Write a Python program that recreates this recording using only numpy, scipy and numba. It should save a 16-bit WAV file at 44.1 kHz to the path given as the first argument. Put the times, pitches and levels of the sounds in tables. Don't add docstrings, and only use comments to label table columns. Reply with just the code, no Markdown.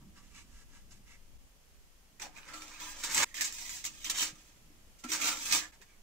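import sys
import numpy as np
from scipy import signal
from scipy.fft import rfft, irfft, next_fast_len
from scipy.io import wavfile
from scipy.ndimage import uniform_filter1d
from numba import njit

SR = 44100
rng = np.random.default_rng(int(sys.argv[2]) if len(sys.argv) > 2 else 0)


def wav_record(signal):
    frames = np.transpose(np.atleast_2d(signal))
    bounded = np.clip(frames, -1, 1)
    quanta = np.round(bounded * 32767).astype(np.int16)
    wavfile.write(sys.argv[1], SR, quanta)


def field_ratio(decibels):
    return 10 ** (np.asarray(decibels, dtype=float) / 20)


N = 265482
SIZE = next_fast_len(N + SR // 2)
HZ = np.arange(SIZE // 2 + 1) * SR / SIZE + 1e-3
TIME = np.arange(N) / SR

BAND_EDGES_HZ = [700, 2000, 4500, 9000]
CUTS_S = 3.246, 5.716
# frequency in Hz, level in dB per Hz.
SCRAPE_SPECTRUM = [(71, -33), (120, -32.5), (301, -9), (355, -22.5), (503, -15.5), (742, -13.5), (1210, -6),
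                   (1430, -6.5), (4230, -8), (7200, 2.5), (10200, -12.5), (15000, -7.5), (16000, -2.5)]
# frequency in Hz, t60 in seconds, level over the dense modes in dB.
BLADE_MODES = [(259, 0.14, 3), (310.3, 0.51, 21), (522, 0.33, -20), (905, 0.1, 9), (1194.6, 0.12, 13.5),
               (1336, 0.057, 17), (1614.6, 0.081, 39), (2290, 0.14, -4.5), (2520, 0.3, -28)]
# start in seconds, end in seconds, first pitch in Hz,
# last pitch in Hz, level in dB.
EDGE_TONES = [(2.195, 2.26, 2600, 2550, 1.5), (2.21, 2.32, 926, 736, 9), (3.5, 3.8, 1980, 2010, -9),
              (2.35, 2.47, 2440, 2340, 3), (2.36, 2.7, 1590, 1250, 6), (2.46, 2.68, 4500, 4500, -0.5),
              (2.71, 2.78, 2520, 2470, 3), (2.72, 2.93, 3850, 3970, -5), (2.78, 2.95, 970, 1030, -2.5),
              (3.17, 3.24, 1736, 1700, 5), (3.25, 3.345, 1830, 1850, 12.5), (3.342, 3.54, 1730, 1870, 4),
              (3.342, 3.38, 3100, 3080, 3), (3.36, 3.9, 960, 960, -8.5), (3.84, 3.9, 6600, 6460, -4),
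              (3.95, 4.3, 3360, 3020, 6.5), (4.05, 4.45, 1280, 1250, -5.5), (5.036, 5.085, 1365, 1350, 9),
              (5.11, 5.42, 1450, 1370, 0.5), (5.21, 5.31, 2480, 2760, 0), (5.4, 5.68, 1200, 1165, -2),
              (5.6, 5.715, 1730, 1740, 7), (5.8, 5.85, 1738, 2090, 1), (5.88, 5.97, 2300, 2200, 4)]


def trowel(ears, pressure):
    under = [0 * HZ] + [below(hz) for hz in BAND_EDGES_HZ] + [0 * HZ + 1]
    tone = causal(colour(SCRAPE_SPECTRUM))
    bands = [np.sqrt(np.maximum(high - low, 0)) * tone for low, high in zip(under, under[1:])]
    audible = (HZ > 200) & (HZ < 15500)
    bands = [band / np.sqrt(np.mean(abs(band * audible) ** 2)) for band in bands]
    force = pressure * grit(2000, 3.5, hiss=0.58, chatter_db=1.0)
    drive = irfft(sum(band * rfft(f, SIZE) for band, f in zip(bands, force)), SIZE)[:N]

    click_filter = unit(tone * np.sqrt(1 - below(1270)))
    catches = ticks(burst_s=0.002, ring_s=0.0029, ring_share=0.31)
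    click = field_ratio(1.0) * irfft(click_filter * rfft(catches, SIZE), SIZE)[:N]

    place = field_ratio(12.5 * np.array([walk(45) for _ in range(4)]))
    place /= np.sqrt(np.sum(place ** 2, axis=0))
    riding = force[1:3].mean(axis=0) * place[1] ** 0.25
    click += field_ratio(5.5) * rings(EDGE_TONES, riding, width=0.071)

    bodies = [body(BLADE_MODES, 0.083, 0.72, 1360, -6.5, 0.17, count=240) for _ in place]
    edge = 0.5 * bodies[0] + 0.32 * np.exp(-2j * np.pi * HZ * np.array([[7], [0]]) / SR)
    middle = (TIME >= CUTS_S[0]) & (TIME < CUTS_S[1])
    out = np.zeros((2, N))
    for shot in (middle, ~middle):
        heard = sum(h * rfft(drive * w * shot, SIZE) for h, w in zip(bodies, place))
        heard = heard + edge * rfft(click * shot, SIZE)
        out += shot * irfft(heard * ears, SIZE)[:, :N]
    return out


# level over the hiss in dB, share of the clay load,
# share of the fade.
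SCRAPE_PARTS = [
    (-18.5, 1.07, 0.71),
    (-10.5, 1.24, 0.84),
    (0.5, 0.29, 1.056),
    (-1, -0.035, 1.29),
    (-6.5, 0.01, 1.65),
]
# peak in seconds,
# grit hiss in dB, rise in seconds, fall in seconds, clay load in dB.
FACE_PUSHES = [(2.197, -50.5, 0.0018, 0.062, 8), (2.223, -47, 0.017, 0.059, 9),
               (2.375, -63, 0.08, 0.23, 13), (2.49, -61, 0.058, 0.18, 14.5),
               (2.538, -50, 0.0087, 0.022, 11), (2.56, -53.5, 0.056, 0.19, 2.5),
               (2.62, -54.5, 0.038, 0.31, 8), (2.74, -57, 0.031, 0.26, 10.5), (2.8, -45.5, .002, 0.23, 4.5),
               (2.905, -46, 0.16, 0.043, -10), (3.02, -49, 0.12, .05, 3), (3.038, -35.5, 0.0067, 0.071, 2),
               (3.151, -32.5, 0.091, 0.33, -6.5), (3.233, -34.5, 0.12, 0.04, 12)]
TOP_PUSHES = [(3.26, -56, 0.019, 0.11, -0.5), (3.344, -44.5, 0.0018, 0.29, -3.5),
              (3.41, -28, 0.0047, 0.037, -8.5), (3.449, -36.5, 0.022, 0.066, -9),
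              (3.526, -45.5, 0.013, 0.22, -18), (3.6, -46.5, .08, 0.19, -4), (3.73, -44, 0.19, 0.16, -9.5),
              (3.843, -41, 0.0022, .05, -4), (3.857, -39.5, 0.017, 0.043, -6.5),
              (4.03, -52, 0.26, 0.089, -4), (4.049, -34, 0.006, 0.055, -5.5),
              (4.098, -27, 0.0026, 0.024, -8.5), (4.222, -32, 0.14, 0.079, -2.5),
              (4.4, -66.5, 0.19, 0.31, 4), (4.47, -62, .04, 0.054, 0)]
JOINT_PUSHES = [(4.992, -58.5, 0.014, 0.062, -11), (5.039, -45.5, 0.0036, 0.026, 4.5),
                (5.101, -42, 0.039, 0.063, 0), (5.119, -34.5, 0.0044, 0.15, 2),
                (5.202, -36.5, 0.0023, 0.13, -12), (5.264, -34, 0.087, 0.17, 2.5),
                (5.49, -38.5, 0.26, 0.12, -10), (5.527, -27, 0.018, .1, -4), (5.568, -32.5, 0.14, 0.049, 0),
                (5.727, -67, 0.013, 0.066, 12), (5.817, -60.5, 0.015, 0.036, 7), (5.9, -76, .1, 0.1, 13)]


def stroke_gains():
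    power = np.zeros((len(SCRAPE_PARTS), N))
    shot = np.searchsorted(CUTS_S, TIME)
    part_db, load, linger = np.transpose(SCRAPE_PARTS)[:, :, None]
    for s, db, rise_s, fall_s, load_db in FACE_PUSHES + TOP_PUSHES + JOINT_PUSHES:
        at = (shot == np.searchsorted(CUTS_S, s)) & (abs(TIME - s) < 0.6)
        level_db = db + part_db + load * load_db - linger * fade_db(s, rise_s, fall_s)[at]
        power[:, at] += field_ratio(2 * level_db)
    return np.sqrt(power)


def fade_db(s, rise_s, fall_s, rounding=1.213):
    return 20 * np.maximum((s - TIME) / rise_s, (TIME - s) / fall_s) ** rounding


def grit(per_s, spread_db, hiss, chatter_db):
    there = rng.random(N) < per_s / SR
    size = rng.exponential(size=N)
    sign = rng.standard_normal(N)
    grains = unit(there * field_ratio(spread_db * np.minimum(size, 5)) * np.sign(sign))
    chatter = field_ratio(chatter_db * walk(70) + chatter_db * walk(25))
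    return unit((grains + hiss * sign) * chatter)


# time in seconds, peak level in dB, pitch in Hz.
EDGE_CATCHES = [(2.198, -22, 2400), (2.219, -21, 5740), (2.3752, -27.5, 1594), (2.454, -35, 2380),
                (2.485, -28, 1360), (2.5355, -30, 4500), (2.6203, -21, 2390), (2.73, -33, 2380),
                (2.8007, -28, 1690), (3.0438, -22, 7800), (3.106, -34, 6900), (3.146, -10, 7600),
                (3.1786, -4, 1990), (3.3428, -18.5, 2070), (3.3962, -17.5, 1670), (3.4103, -12.5, 6560),
                (3.4493, -24, 7000), (3.5242, -21, 7300), (3.694, -20, 6800), (3.841, -22.5, 7200),
                (3.8509, -12, 6600), (4.0441, -17.5, 6100), (4.1583, -19, 3100), (4.217, -11, 7060),
                (4.3558, -29.5, 1230), (5.1179, -12, 5550), (5.2003, -13, 1370), (5.241, -20, 6650),
                (5.524, -3, 5370), (5.816, -31.5, 1720)]


def ticks(burst_s, ring_s, ring_share):
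    out = np.zeros(N + SR)
    t = np.arange(SR // 20) / SR
    sprays = rng.standard_normal((60, len(t)))
    for (s, db, hz), spray in zip(EDGE_CATCHES, sprays):
        spray = 0.5 * spray * np.exp(-t / burst_s)
        spray[0] = 1
        hold = np.exp(-2 * np.pi * 0.6 * hz / SR)
        spray = signal.lfilter([np.sqrt(1 - hold ** 2)], [1, -hold], spray)
        spray += ring_share * np.sin(2 * np.pi * hz * t) * np.exp(-t / ring_s)
        start = int(s * SR)
        out[start:start + len(t)] += field_ratio(db) * spray
    return out[:N]


def rings(table, force, width):
    out = np.zeros(N)
    for start, end, from_hz, to_hz, db in table:
        stop = min([end + 0.05] + [cut for cut in CUTS_S if cut > start])
        at = slice(int(start * SR), int(stop * SR))
        along = (TIME[at] - start) / (end - start)
        fed = force[at] * np.clip(8 * along, 0, 1) * np.clip(4 * (1 - along), 0, 1)
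        pitch = from_hz + (to_hz - from_hz) * along
        wide = width * from_hz
        out[at] += field_ratio(db) * svf(fed, pitch, wide) * np.sqrt(SR / np.pi / wide)
    return out


@njit
def svf(x, hz, width):
    y, b, l = np.empty(len(x)), 0., 0.
    for i in range(len(x)):
        g, k = np.tan(np.pi * hz[i] / SR), width / hz[i]
        v = (b + g * (x[i] - l)) / (1 + g * (g + k))
        b, l, y[i] = 2 * v - b, l + 2 * g * v, k * v
    return y


def body(modes, t60_s, direct, alike_hz, room_db, room_t60_s, count):
    t = np.arange(SR // 2) / SR
    hz = 150 + (np.arange(count) + rng.random(count)) * 16000 / count
    dense = np.transpose([hz, t60_s * (1000 / hz) ** 0.13, 0 * hz])
    hz, t60, db = np.vstack([dense, modes]).T
    alike = 1 / (1 + (hz / alike_hz) ** 2)
    mid, side = rng.standard_normal((2, len(hz)))
    shape = field_ratio(db) / np.sqrt(t60) * two_ports(mid, side, alike)

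    near = np.zeros((2, len(HZ)), complex)
    decay_hz = np.log(1000) / t60 / (2 * np.pi)
    for f, decay, gain in zip(hz, decay_hz, shape.T):
        at = slice(max(int((f - 250) * SIZE / SR), 0), int((f + 250) * SIZE / SR))
        near[:, at] += gain[:, None] / (decay + 1j * (HZ[at] - f))
    near = near / np.sqrt(uniform_filter1d(np.mean(abs(near) ** 2, axis=0), size=1600) + 1e-12)
    delay = rng.integers(0, 24, (2, 1)) / SR
    near = near + direct * np.exp(-2j * np.pi * HZ * delay)

    tail = rng.standard_normal((2, len(t))) * np.exp(-np.log(1000) * t / room_t60_s) * (t > 0.004)
    total = near + field_ratio(room_db) * unit(rfft(tail, SIZE))
    return total / np.sqrt(1 + direct ** 2 + field_ratio(2 * room_db))


# peak in seconds, level in dB, rise in seconds, fall in seconds,
# body in dB.
GLOVE_RUBS = [
    (.02, -80.5, 0.039, 0.069, 4.5),
    (.185, -66.5, 0.053, 0.18, 2),
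    (.37, -57, 0.077, 0.075, -3.5),
    (.56, -63.5, 0.089, 0.1, -2),
    (.76, -63, 0.074, 0.087, 1.5),
    (.92, -60, .025, .09, -4.5),
    (1.1, -64, .06, 0.086, -1.5),
]
# start in seconds, end in seconds, first pitch in Hz,
# last pitch in Hz, level in dB.
BRICK_TONES = [
    (0, 0.054, 1100, 1100, 13),
    (0.15, 0.232, 1120, 1140, -4),
    (0.314, 0.425, 1110, 1130, -5),
    (0.305, 0.454, 2420, 2360, 5),
    (.53, .65, 1640, 1650, -15),
    (.72, .82, 1650, 1650, -17),
    (.92, 1.0, 2450, 2450, -2),
    (1.06, 1.19, 2200, 2150, 7),
]


def glove(ears):
    grains = grit(6000, 3.5, hiss=1.3, chatter_db=1.95)
    gains = [field_ratio(db - fade_db(s, rise_s, fall_s, rounding=1.73)) for s, db, rise_s, fall_s, _ in GLOVE_RUBS]
    force = grains * sum(gains)
    pressed = grains * sum(gain * field_ratio(rub[-1]) for gain, rub in zip(gains, GLOVE_RUBS))
    low = np.sqrt(below(3000) - below(980))
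    high = np.sqrt(below(6900) - below(5300)) + 0.021 * np.sqrt(1 - below(5900))
    tones = rings(BRICK_TONES, pressed, width=0.13)
    parts = field_ratio(-1.0) * unit(low) * rfft(pressed, SIZE)
    parts = parts + unit(high) * rfft(force, SIZE) + field_ratio(-4.0) * rfft(tones, SIZE)
    brick = body(BLADE_MODES[:1], 0.05, 0.72, 600, -16, 0.22, count=200)
    return irfft(parts * brick * ears, SIZE)[:, :N]


# time in seconds, peak level in dB, pitch in Hz,
# t60 in seconds.
DULL_BLOWS = [
    (0.024, -55, 157, 0.24),
    (0.07, -44.5, 191, 0.1),
    (3.394, -56, 246, 0.17),
    (4.328, -42, 149, 0.051),
    (4.702, -52, 299, 0.071),
    (5.801, -56.5, 403, .08),
    (2.2, -56, 377, 0.11),
    (5.046, -34, 249, 0.12),
    (5.085, -46.5, 312, 0.46),
    (5.539, -46, 308, 0.26),
]


def bumps():
    out = np.zeros(N)
    for s, db, hz, t60 in DULL_BLOWS:
        t = np.maximum(TIME - s, 0)
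        pair = np.sin(2 * np.pi * hz * t) + 0.5 * np.sin(2 * np.pi * 1.2 * hz * t)
        out += field_ratio(db) * pair * (1 - np.exp(-t / 0.0046)) * np.exp(-np.log(1000) * t / t60)
    return out


# frequency in Hz, level in dB per Hz.
RUMBLE_SPECTRUM = [(8.8, -30), (15, 15.5), (27, -5), (54, -3), (81, -17), (124, -18), (198, -16),
                   (313, -19.5), (458, -35), (500, -40), (650, -50), (1100, -120)]
# frequency in Hz, level in dB per Hz.
AIR_SPECTRUM = [(210, -36), (350, -0.5), (452, -5), (514, -6), (754, -10), (974, -10.5), (1450, -13),
                (1600, -12), (2240, -12), (3130, -11), (3670, -15), (6430, -12), (8710, -16), (15000, -19),
                (16000, -18)]
# start in seconds, deep rumble in dB, drone in dB, air in dB,
# drone drift in dB per second.
SHOTS = [
    (0, -54.5, -64.5, -66, -4),
    (1.381, -58, -72.5, -66, -2.5),
    (3.247, -58.5, -69.5, -64.5, -1.5),
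    (5.716, -59, -74.5, -65.5, 11),
]


def shop(ears, pressure):
    shots = np.array(SHOTS)
    s, rumble_db, drone_db, air_db, drift_db = shots[np.searchsorted(shots[1:, 0], TIME)].T
    mid, side = rfft(rng.standard_normal((2, SIZE)))
    alike = 0.8 * below(350) ** 0.25 * (1 - 0.25 * below(60))
    noise = two_ports(mid, side, alike)
    low_noise = noise * field_ratio(colour(RUMBLE_SPECTRUM))
    rumble = unit(irfft(low_noise * np.sqrt(below(96)), SIZE)[:, :N])
    drone = unit(irfft(low_noise * np.sqrt(below(308) - below(81.0)), SIZE)[:, :N])
    air_noise = noise * field_ratio(colour(AIR_SPECTRUM)) * np.sqrt(1 - below(453))
    air = unit(irfft(air_noise * ears ** 0.26, SIZE)[:, :N])

    shake_db, shake_s = -10, 0.032
    pushes = np.split(pressure, np.searchsorted(TIME, CUTS_S))
    shake = field_ratio(shake_db) * np.hstack([uniform_filter1d(part, int(shake_s * SR)) for part in pushes])
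    lows = rumble * np.hypot(field_ratio(rumble_db - 2.0 + 1.2 * walk(5.4)), 0.6 * shake)
    lows += drone * np.hypot(field_ratio(drone_db + drift_db * (TIME - s) + 2.3 * walk(5.46)), shake)
    return lows + air * field_ratio(air_db + 0.15 * walk(13.0))


# frequency in Hz, left minus right in dB.
PORT_TILT = [(200, -2.5), (1300, 2), (2400, -5.5), (4400, -4), (6000, -7.5), (7600, 2), (9000, 8),
             (11000, -4.5), (13500, -4.5), (15500, -30)]
# frequency in Hz, width in Hz, level in dB.
PORT_PEAKS = [
    (8000, 1800, 6.5),
    (6300, 1200, 4),
]


def ports():
    gain = []
    for side, (hz, width, db) in zip((1, -1), PORT_PEAKS):
        peak_db = db / (1 + (2 * (HZ - hz) / width) ** 2)
        gain.append(field_ratio(side * colour(PORT_TILT) / 2 + peak_db))
    return np.array(gain) / np.sqrt(np.mean(np.square(gain), axis=0))


def two_ports(mid, side, alike):
    return np.sqrt(1 + alike) * mid + np.sqrt(1 - alike) * side * np.array([[1], [-1]])


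def colour(points):
    hz, db = np.transpose(points)
    return np.interp(np.log(HZ), np.log(hz), db)


def causal(db):
    cepstrum = irfft(db * np.log(10) / 20, SIZE)
    cepstrum[1:SIZE // 2] *= 2
    cepstrum[SIZE // 2:] = 0
    return np.exp(rfft(cepstrum))


def below(hz):
    return 1 / (1 + (HZ / hz) ** 8)


def unit(x):
    return x / np.sqrt(np.mean(np.abs(x) ** 2))


def walk(rate):
    k = int(SR / rate)
    held = np.repeat(rng.standard_normal(N // 200), k)[:N]
    return unit(uniform_filter1d(uniform_filter1d(held, k), k))


def scene():
    ears = ports()
    pressure = stroke_gains()
    return field_ratio(-1.5) * trowel(ears, pressure) + glove(ears) + bumps() + shop(ears, pressure[0])


def band_limit(x):
    return signal.sosfilt(signal.butter(12, 16660, fs=SR, output="sos"), x)


def record(dry):
    dip_s, depth = 0.003, 0.75
    for s, *_ in SHOTS[1:]:
        dry = dry * (1 - depth * np.exp(-((TIME - s) / dip_s) ** 2))
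    top = signal.ellip(10, 0.2, 60, 15620, fs=SR, output="sos")
    return band_limit(signal.sosfilt(top, dry))


dry = scene()
out = record(dry)
wav_record(out)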